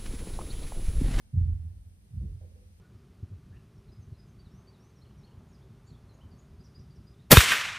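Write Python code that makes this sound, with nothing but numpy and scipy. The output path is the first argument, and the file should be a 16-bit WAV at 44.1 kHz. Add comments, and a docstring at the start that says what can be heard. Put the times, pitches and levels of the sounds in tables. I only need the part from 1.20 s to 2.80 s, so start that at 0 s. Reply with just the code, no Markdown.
"""A low hum and faint hiss fill an exercise room; almost at once come dull thumps, in two bouts,
like heavy steps elsewhere in the building. Each blow rings a few low floor modes, shakes the walls
and faintly rattles loose fittings; the room holds the boom. Light muffled knocks on wood
start during the second bout and trail off with it."""
import sys
import numpy as np
from scipy import signal
from scipy.fft import rfft, irfft, next_fast_len
from scipy.io import wavfile

SR = 44100
rng = np.random.default_rng(int(sys.argv[2]) if len(sys.argv) > 2 else 0)


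def transcribe(u):
    """Save the signal u as a 16-bit wav file named by the first command-line argument.

    u: samples, shape (n,) or (channels, n), limited to [-1, 1]; the rate is SR.
    q: integer samples, one column per channel.
    """
    v = np.clip(np.atleast_2d(u).T, -1, 1)
    q = np.round(v * 32767).astype(np.int16)
    wavfile.write(sys.argv[1], SR, q)


N = 70560


def amp(db):
    """Decibels to gain."""
    return 10 ** (np.asarray(db) / 20)


def along(points, hz):
    """Interpolate (Hz, value) points on a log frequency axis."""
    point_hz, values = np.transpose(points)
    return np.interp(np.log(hz + 1), np.log(point_hz + 1), values)


def since(start_s):
    """Seconds since start_s, zero before it."""
    return np.maximum(np.arange(N) / SR - start_s, 0)


def filtered(x, response):
    """Apply the frequency response response(hz)."""
    size = next_fast_len(N + SR // 2)
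    hz = np.fft.rfftfreq(size, 1 / SR)
    return irfft(rfft(x, size) * response(hz), size)[..., :N]


def noise(spectrum):
    """Stereo noise of rms 1 and given spectral shape, near mono in the bass."""
    # left-right likeness (frequency [Hz], correlation [-])
    likeness = [(60, 0.72), (150, 0.93), (280, .7), (600, -0.1), (1200, -0.41), (5000, -0.19),
                (9000, -0.81)]

    def mid_side_gains(hz):
        angle = np.arccos(np.clip(along(likeness, hz), -1, 1)) / 2
        return amp(along(spectrum, hz)) * [np.cos(angle), np.sin(angle)]

    mid, side = filtered(rng.standard_normal((2, N)), mid_side_gains)
    stereo = np.array([mid + side, mid - side])
    return stereo / np.sqrt(np.mean(stereo ** 2) + 1e-20)


def from_right(x, lag_s):
    """Mono to stereo; left trails right by lag_s."""
    return filtered(x, lambda hz: np.exp(1j * np.pi * hz * lag_s * np.array([[-1], [1]])))


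def hum():
    """Steady low noise of the building."""
    # hum spectrum (frequency [Hz], relative density [dB])
    spectrum = [(20, -28), (40, 0.5), (70, -2), (110, -10.5), (150, -16.5), (200, -11), (260, -23.5),
                (340, -28.5), (520, -31.5), (800, -37), (1500, -62)]
    return amp(-57.5) * noise(spectrum)


def hiss():
    """Faint hiss, drifting in level, with a steady top fizz from the right."""
    # hiss spectrum (frequency [Hz], relative density [dB])
    spectrum = [(300, -1.5), (1000, -3.5), (2000, -3.5), (4000, -6.5), (6000, -6.5), (7500, -11.5),
                (9000, -23), (13300, -22.5)]
    # hiss drift (time [s], level [dB])
    drift = [(0, -73), (.75, -75), (1.05, -72.5), (1.6, -72.5)]
    # fizz spectrum (frequency [Hz], relative density [dB])
    fizz_spectrum = [(3000, -26.5), (5500, -17.5), (7500, -4.5), (9000, -1.5), (11500, -1), (13300, -5)]
    level_db = np.interp(since(0), *np.transpose(drift))
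    fizz = from_right(noise(fizz_spectrum)[0], lag_s=0.000215)
    return amp(level_db) * noise(spectrum) + amp(-74) * fizz


def swell(t, rise_s, t60_s):
    """Sine-squared rise, then exponential decay."""
    rise = np.sin(np.pi / 2 * np.minimum(t / rise_s, 1)) ** 2
    return rise * amp(-60 * np.maximum(t - rise_s, 0) / t60_s)


def ring(start_s, centre_hz, modes, falloff_db_per_oct2, rise_cycles, scatter_db=0):
    """One blow: favours the modes near its centre; a lower blow swells more slowly."""
    t = since(start_s)
    hz, db, t60_s = np.transpose(modes)[:, :, None]
    falloff_db = falloff_db_per_oct2 * np.log2(hz / centre_hz) ** 2
    gain = amp(db + scatter_db * rng.standard_normal(hz.shape) - falloff_db)
    envelope = swell(t, rise_cycles / centre_hz, t60_s)
    return np.sum(gain / np.linalg.norm(gain) * envelope * np.sin(2 * np.pi * hz * t), axis=0)


def shaking(blows, rise_s, t60_s):
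    """Envelope of a part shaken by blows; their powers add."""
    return np.sqrt(sum((amp(db) * swell(since(s), rise_s, t60_s)) ** 2 for s, db, _ in blows))


def room(x):
    """Diffuse stereo reverberation: convolution with decaying noise."""
    # room decay (frequency [Hz], t60 [s])
    decay = [(50, 0.66), (90, 0.68), (200, 0.54), (600, 1), (4000, 1)]
    hz, t, bands = signal.stft(noise([(20, 0), (20000, 0)]), SR, nperseg=512)
    fade = amp(-60 * t / along(decay, hz)[:, None])
    tail = signal.istft(bands * fade, SR, nperseg=512)[1]
    return signal.fftconvolve(x[None], tail / np.linalg.norm(tail[0]), axes=1)[:, :N]


def thumps():
    """Blows ring the floor, shake the walls and faintly rattle loose fittings."""
    # blows on the floor (time [s], level [dB], centre [Hz])
    blows = [(.130, -29, 160), (0.136, -23, 112), (0.145, -19.5, 98), (.166, -16.5, 86.8),
             (.170, -20.5, 108.4), (0.19, -20.5, 46.74), (.252, -23, 95), (.276, -27.5, 88.7),
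             (0.292, -25, 41.8), (.342, -38.5, 135), (.393, -34.5, 80), (0.431, -30.5, 76.2),
             (0.53, -38, 69.5), (0.557, -41.5, 41.7), (0.638, -41.5, 88.4), (0.784, -62, 79),
             (0.905, -39.5, 110.4), (0.93, -37.5, 136), (.937, -30, 90.7), (0.957, -32, 124),
             (.968, -26, 55), (1.016, -31, 166), (1.03, -34.5, 78.7), (1.071, -33.5, 40.8),
             (1.110, -34.5, 108), (1.203, -38.5, 82.4), (1.31, -44, 65), (1.433, -44.5, 69.4),
             (1.488, -45.5, 66.5), (1.561, -45.5, 65)]
    # floor modes (frequency [Hz], relative level [dB], t60 [s])
    modes = [(45, -1.5, 0.16), (63.04, 4.5, 0.32), (84.93, 8.5, 0.31), (110.66, 1.5, 0.35),
             (127.8, 0.5, 0.19), (164.4, -15, .14), (199.3, -10.5, 0.18)]
    # wall shudder (frequency [Hz], relative density [dB])
    walls = [(30, -25), (60, -15), (120, 0), (180, -1.5), (250, -8.5), (320, -29.5), (450, -41.5),
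             (800, -46), (1500, -101.5)]
    # rattle of fittings (frequency [Hz], relative density [dB])
    fittings = [(200, -10), (400, 8), (700, 0), (1600, 2.5), (4000, -5), (7000, -11), (12000, -30)]
    boom = sum(amp(db) * ring(s, hz, modes, falloff_db_per_oct2=39.5, rise_cycles=1.576)
               for s, db, hz in blows)
    shudder = amp(-22.5) * shaking(blows, rise_s=0.0045, t60_s=0.3) * noise(walls)
    rattle = amp(-54.5) * shaking(blows, rise_s=0.025, t60_s=0.96) * noise(fittings)
    bass = from_right(boom, lag_s=0.00016) + shudder + amp(-10) * room(boom)
    pan_db = [[-0.8], [0.8]]
    return bass * amp(pan_db) + rattle


def knocks():
    """Light blows ring wood modes, each with a short dull scrape; only the ring reverberates."""
    # blows on wood (time [s], level [dB], centre [Hz])
    blows = [(1.003, -57.5, 432), (1.015, -51.5, 280), (1.040, -61, 323), (1.072, -57.5, 267),
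             (1.208, -51, 626), (1.231, -54, 518), (1.236, -65, 316), (1.266, -70, 495), (1.305, -62, 546),
             (1.355, -56.5, 543), (1.410, -63.5, 465), (1.465, -76.5, 483)]
    # wood modes (frequency [Hz], relative level [dB], t60 [s])
    modes = [(250, -12, 0.18), (295.9, -2, 0.15), (318.5, -3.5, .1), (407.5, -5, 0.24), (463.4, 2.5, 0.053),
             (491.5, 2, 0.16), (551.4, -1.5, 0.053), (609.6, 0, 0.051), (680, -7.5, 0.06), (778, -19, 0.22)]
    # scrape spectrum (frequency [Hz], relative density [dB])
    spectrum = [(150, -25), (280, -3.5), (550, 5), (720, -20), (900, -18.5), (1600, -30)]
    wood = sum(amp(db) * ring(s, hz, modes, falloff_db_per_oct2=38, rise_cycles=4.02, scatter_db=3)
               for s, db, hz in blows)
    scrape = amp(-11) * shaking(blows, rise_s=0.015, t60_s=0.11) * noise(spectrum)
    return wood + scrape + amp(-2) * room(wood)


def scene():
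    """Thumps and knocks over hum and hiss."""
    return thumps() + knocks() + hum() + hiss()


def record(dry):
    """Microphone bass roll-off and recorder band limit."""
    low_cut_hz, top_hz = 30, 13700
    return filtered(dry, lambda hz: (hz < top_hz) * hz ** 4 / (hz ** 4 + low_cut_hz ** 4))


dry = scene()
out = record(dry)
transcribe(out)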